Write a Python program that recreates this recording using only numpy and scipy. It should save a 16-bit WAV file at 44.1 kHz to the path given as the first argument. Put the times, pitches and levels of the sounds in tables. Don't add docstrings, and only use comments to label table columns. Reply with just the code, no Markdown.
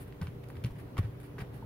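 import sys
import numpy as np
from scipy import signal
from scipy.fft import rfft, irfft, next_fast_len
from scipy.io import wavfile
from scipy.ndimage import uniform_filter1d

SR = 44100
rng = np.random.default_rng(int(sys.argv[2]) if len(sys.argv) > 2 else 0)


def wrap_up_sound(samples):
    columns = np.atleast_2d(samples).T
    tamed = np.clip(columns, -1, 1)
    steps = np.round(tamed * 32767).astype(np.int16)
    wavfile.write(sys.argv[1], SR, steps)


def nominal_scale(level):
    x = np.asarray(level, float) / 20
    return 10 ** x


N = 72765


def unit_rms(x):
    return x / np.sqrt(np.mean(abs(x) ** 2) + 1e-20)


def read_curve(points, hz):
    f, value = np.transpose(points)
    return np.interp(np.log(hz + 1), np.log(f + 1), value)


def add(mix, start_s, sound):
    part = mix[max(round(start_s * SR), 0):][:len(sound)]
    part += sound[:len(part)]


def resonate(x, hz, width_hz):
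    r = np.exp(-np.pi * width_hz / SR)
    return signal.lfilter([1 - r, 0, r - 1], [1, -2 * r * np.cos(2 * np.pi * hz / SR), r * r], x)


def colour(x, gain_db):
    size = next_fast_len(2 * N)
    gain = nominal_scale(gain_db(np.fft.rfftfreq(size, 1 / SR)))
    return irfft(rfft(x, size) * gain, size)[..., :N]


# f/Hz, density/dB per Hz
AIR_SPECTRUM = [(22, -33), (60, -1.5), (128, 1), (242, -5.5), (480, -11), (1100, -20), (3000, -31),
                (8000, -43.5)]
# f/Hz, correlation/1
AIR_LIKENESS = [(60, 1), (180, 0.89), (550, 0.12), (1650, -0.085), (4970, -0.15), (15000, 0.039)]


def air():
    level_db, patch_db = -49.5, 1.07
    hz = np.fft.rfftfreq(1024, 1 / SR)
    a, b, c, d, patches = rng.standard_normal((N // 256 + 5, 513, 5)).T
    patches = uniform_filter1d(patches, size=14, axis=0)
    patches = unit_rms(uniform_filter1d(patches, size=10, axis=1))
    same = read_curve(AIR_LIKENESS, hz)[:, None]
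    left = a + 1j * b
    right = same * left + np.sqrt(1 - same ** 2) * (c + 1j * d)
    gain = nominal_scale(read_curve(AIR_SPECTRUM, hz)[:, None] + patch_db * patches)
    noise = signal.istft(np.array([left, right]) * gain, nperseg=1024, noverlap=768)[1]
    return nominal_scale(level_db) * unit_rms(noise[:, :N])


# f/Hz, level/dB rms, waver width/Hz, left-right likeness/1
HUM_TONES = [(58.2, -60, 3.1, 1), (119, -50.5, 15.4, 1), (147.4, -56.5, 25, 0.99), (245.2, -74, 7, 0.76),
             (290.8, -60, 13.7, 0.89), (389.2, -62, 26, 0.76), (408.5, -62.5, 1.6, 0.57),
             (477.7, -63.5, 4.1, 0.58), (583.6, -71.5, 6.4, 0.2)]


def hum():
    steady = .75
    t = np.arange(N) / SR
    out = np.zeros((2, N))
    for hz, db, width_hz, same in HUM_TONES:
        r = np.exp(-np.pi * width_hz / SR)
        n = rng.standard_normal((2, 2, 2 * N))
        waver = signal.lfilter([1 - r], [1, -r], n[0] + 1j * n[1])
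        waver = signal.lfilter([1 - r], [1, -r], waver)[:, N:]
        phase = np.exp(2j * np.pi * rng.random((2, 1)))
        z = steady * phase + (1 - steady) * unit_rms(waver)
        z[1] = same * z[0] + np.sqrt(1 - same ** 2) * z[1]
        out += nominal_scale(db) * unit_rms((z * np.exp(2j * np.pi * hz * t)).real)
    return out


# t/s, peak level/dB, f/Hz, t60/s
FAR_TAP = (1.6243, -44, 900, .035)


def far_tap():
    rise_s = 0.0042
    start_s, db, hz, t60_s = FAR_TAP
    t = np.arange(SR // 10) / SR
    out = np.zeros(N)
    envelope = nominal_scale(db - 60 * t / t60_s) * np.minimum(t / rise_s, 1)
    add(out, start_s, envelope * 2 * np.sin(2 * np.pi * hz * t))
    return out


# t/s, length/s, level/dB, brightness/dB
STROKES = [(0, 0.048, -59, 5), (0.076, 0.017, -64.5, 2.5), (0.213, 0.034, -58, -0.5),
           (0.24, 0.036, -58.5, -4), (0.275, 0.02, -61, -6), (0.435, 0.011, -57, -6),
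           (0.485, 0.013, -72.5, 13), (0.498, 0.017, -62.5, 3.5), (0.553, 0.04, -62, -6),
           (0.637, 0.011, -51, -0.5), (0.654, .022, -53.5, -2.5), (0.753, 0.031, -62.5, -5),
           (0.783, 0.04, -59, -1), (0.97, 0.018, -54, -9), (.979, 0.02, -44.5, -7.5),
           (0.984, 0.018, -56, -12), (1.027, 0.056, -58, -11), (1.199, 0.029, -61, 2.5),
           (1.229, 0.054, -62.5, 2), (1.383, 0.018, -54, -8), (1.4, 0.03, -49.5, -7),
           (1.43, 0.043, -88, -3), (1.533, 0.066, -64, 1)]
# f/Hz, density/dB per Hz
CLOTH_SPECTRUM = [(290, -19), (500, -3.5), (960, -7), (1820, -4.5), (5230, -21), (6320, -24.5),
                  (9760, -16.5), (14900, -25), (16000, -36)]


def skin():
    rise, fall = 0.042, 0.5
    grains_per_s, grain_db, smooth = 2700, 4.5, 0.64
    dull, bright = np.zeros(N), np.zeros(N)
    for start_s, length_s, db, bright_db in STROKES:
        u = np.arange(0, 1, 1 / (length_s * SR))
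        shape = nominal_scale(db) * np.minimum(np.minimum(u / rise, 1), (1 - u) / fall)
        add(dull, start_s, shape)
        add(bright, start_s, shape * nominal_scale(bright_db))
    size = nominal_scale(grain_db * np.minimum(rng.exponential(1, (2, N)), 2))
    size = size * (rng.random((2, N)) < grains_per_s / SR)
    grains = rng.standard_normal((2, N)) * (smooth + unit_rms(size))
    cloth = unit_rms(colour(grains, lambda f: read_curve(CLOTH_SPECTRUM, f) - 40 * (f < 450)))
    low = signal.sosfiltfilt(signal.butter(4, 7000, fs=SR, output="sos"), cloth)
    return low * dull + (cloth - low) * bright


# t/s, peak level/dB, start f/Hz, length/s
POCKETS = [(.9815, -41.5, 612, 0.0178), (.988, -34, 317, 0.018), (0.23, -48, 598, 0.024),
           (0.643, -44.5, 580, 0.013), (1.024, -48, 420, 0.0095), (.979, -39, 1195, 0.019),
           (.2115, -47, 1550, .009), (1.3865, -47, 1800, .006), (.697, -40, 70, .04),
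           (1.384, -44.5, 574, .015), (1.41, -45, 533, 0.013)]


def pockets():
    fall, roughness, small_hz = 0.72, 0.26, 640
    out = np.zeros(N)
    for start_s, db, hz, length_s in POCKETS:
        n = rng.standard_normal(SR // 20)
        u = np.arange(0, 1, 1 / (length_s * SR))
        slide = 1 - fall * u * min(small_hz / hz, 1) ** 3
        turns = np.cumsum(hz * slide) / SR
        rough = 1 + roughness * unit_rms(uniform_filter1d(n, size=60))[:len(u)]
        swell = np.sin(np.pi * u ** 0.68) ** 2
        add(out, start_s, nominal_scale(db) * swell * rough * np.sin(2 * np.pi * turns))
    return out


# t/s, peak level/dB, colour f/Hz, t60/s
TICKS = [(0.084, -60, 1400, 0.017), (0.125, -46.5, 1770, .03), (0.214, -44, 1450, 0.05),
         (0.2127, -54, 1740, 0.025), (0.2257, -44, 1900, .04), (.232, -46, 1590, .04),
         (0.2162, -40, 3800, 0.024), (0.219, -46, 1830, 0.049), (0.2709, -41.5, 2240, 0.05),
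         (.44, -56, 2500, .03), (.219, -52, 540, 0.042), (.487, -53, 3930, 0.052),
         (0.502, -45.5, 1570, 0.022), (0.5548, -52, 1570, 0.082), (0.569, -45.5, 1920, 0.051),
         (0.6401, -36.5, 2670, 0.032), (0.6412, -42, 1350, 0.024), (0.6472, -32, 2600, 0.014),
         (.659, -45.5, 2560, 0.051), (0.664, -48, 2500, .04), (.969, -41.5, 1730, 0.13),
         (0.9816, -37.5, 2500, 0.024), (0.9819, -39, 1070, 0.031), (.988, -38, 2330, 0.027),
         (1.049, -51.5, 1810, 0.033), (1.2082, -63, 2380, 0.043), (1.3828, -39, 914, 0.11),
         (1.3882, -41, 1770, 0.22), (1.393, -45, 4700, 0.025), (1.406, -44, 1730, 0.08),
         (0.9703, -35, 1000, .05), (0.2212, -38, 1030, .05), (0.2704, -40.5, 1210, .03),
         (.5018, -46.5, 1020, .03), (0.567, -51, 1100, 0.038), (0.433, -55, 1197, 0.025),
         (0.4648, -68, 1430, 0.024), (0.5453, -57, 1210, 0.036), (0.7626, -58, 1490, .03),
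         (0.649, -58, 5000, .02), (0.675, -49.5, 1980, 0.034), (1.384, -52, 2300, 0.047),
         (1.3904, -53, 2600, 0.045), (1.397, -50, 2100, 0.037), (1.402, -58, 2300, .04),
         (1.409, -40, 1490, .04), (1.4138, -49, 2200, 0.032), (1.03, -58, 3300, .03),
         (1.415, -59, 2920, 0.027), (1.42, -42, 457, 0.26)]


def fingertips():
    relative_width, crisp_hz, soft_hz = .55, 2000, 640
    rustle_db, broad_db, air_db, pad_db = -25, -1, -21, 6
    t = np.arange(SR // 10) / SR
    out = np.zeros(N)
    for start_s, db, hz, t60_s in TICKS:
        rustle = rng.standard_normal(len(t)) ** 3 / 4 * nominal_scale(rustle_db - 60 * t / t60_s)
        drive = rustle + (t == 0)
        sharp = min(hz / crisp_hz, 1)
        ring = resonate(drive, hz, relative_width * max(sharp * hz, soft_hz))
        ring = resonate(ring, hz, 2 * hz)
        broad = nominal_scale(broad_db) * resonate(drive, 3800, 4500)
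        broad += nominal_scale(air_db) * resonate(drive, 10000, 7000)
        broad += nominal_scale(pad_db) * resonate(drive, 1100, 800)
        add(out, start_s, nominal_scale(db) * (ring / abs(ring).max() + broad * sharp ** 2))
    return out


# t/s, peak level/dB, ring f/Hz, damping/s
THUMPS = [(.216, -33, 88, .05), (.211, -31, 160, .012), (.2172, -29.5, 160, .012), (.2803, -32, 150, .014),
          (.569, -37, 89, .04), (.6354, -32, 120, .012), (.6437, -21, 120, .013), (.6605, -28, 119, .017),
          (.651, -34, 190, .014), (.712, -36, 118, .025), (.76, -39, 165, .02), (.9865, -20, 100, .02),
          (.9965, -26, 100, .015), (.991, -30, 180, .016), (.985, -37, 50, .04), (1.0405, -27.5, 110, .03),
          (1.077, -38, 108, .02), (1.3945, -35, 140, .018), (1.4168, -29, 125, .013),
          (1.4175, -38, 186, .015), (1.40, -45, 40, .04), (1.642, -34, 120, .012), (1.017, -37, 72, .04),
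          (1.478, -39, 116, .025)]


def counter():
    rise_s, after_db, after_t60_s, port_lag_s = .004, -30, .25, .00018
    t = np.arange(SR // 3) / SR
    out = np.zeros(N)
    for start_s, db, hz, damp_s in THUMPS:
        fade = np.exp(-(t / damp_s) ** 2) + nominal_scale(after_db - 60 * t / after_t60_s)
        swell = 1 - np.exp(-t / rise_s)
        add(out, start_s, nominal_scale(db) * swell * fade * np.sin(2 * np.pi * hz * t))
    late = np.interp(np.arange(N) - port_lag_s * SR, np.arange(N), out)
    return np.array([out, late])


# delay/s, left gain/1, right gain/1
ECHOES = [(.00025, 0.0076, 0.14), (.00045, -0.083, 0.27), (.0007, -0.075, 0.1), (.0016, 0.22, -0.37),
          (.0026, 0.31, .2)]


def room(x):
    tail_db, t60_s, port_lag_s = -9, .2, .00005
    size = SR // 2
    taps = np.zeros((2, size))
    at = np.arange(200, size - 20, 20) + rng.integers(0, 20, (2, (size - 201) // 20))
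    np.put_along_axis(taps, at, rng.choice([-1., 1.], at.shape), 1)
    taps *= nominal_scale(-60 * np.arange(size) / SR / t60_s)
    taps *= nominal_scale(tail_db) / np.linalg.norm(taps[0])
    for delay_s, left, right in ECHOES:
        taps[:, round(delay_s * SR)] += left, right
    taps[0, 0] = taps[1, round(port_lag_s * SR)] = 1
    return signal.fftconvolve(x, taps, axes=1)[:, :N]


def scene():
    background = air() + hum() + far_tap()
    cloth = room(skin()) + room(fingertips()[None])
    return background + cloth + pockets() + counter()


def top_cut(x):
    return signal.sosfilt(signal.butter(12, 16120, fs=SR, output="sos"), x)


# f/Hz, gain/dB
MIC_RESPONSE = [(3000, 0.8), (4800, -0.5), (6000, -1), (8300, -2), (9500, 3.5), (16000, 6.5)]
# f/Hz, left minus right/dB
MIC_BALANCE = [(60, .7), (150, .2), (500, -.4), (2000, -.5), (5000, .5), (14000, 2)]


def record(dry):
    edge_hz = 15810

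    def port(x, side):
        return colour(x, lambda f: read_curve(MIC_RESPONSE, f) + side * read_curve(MIC_BALANCE, f) / 2
                      - 100 * (f > edge_hz))

    mix = np.array([port(dry[0], 1), port(dry[1], -1)])
    return top_cut(mix)


dry = scene()
out = record(dry)
wrap_up_sound(out)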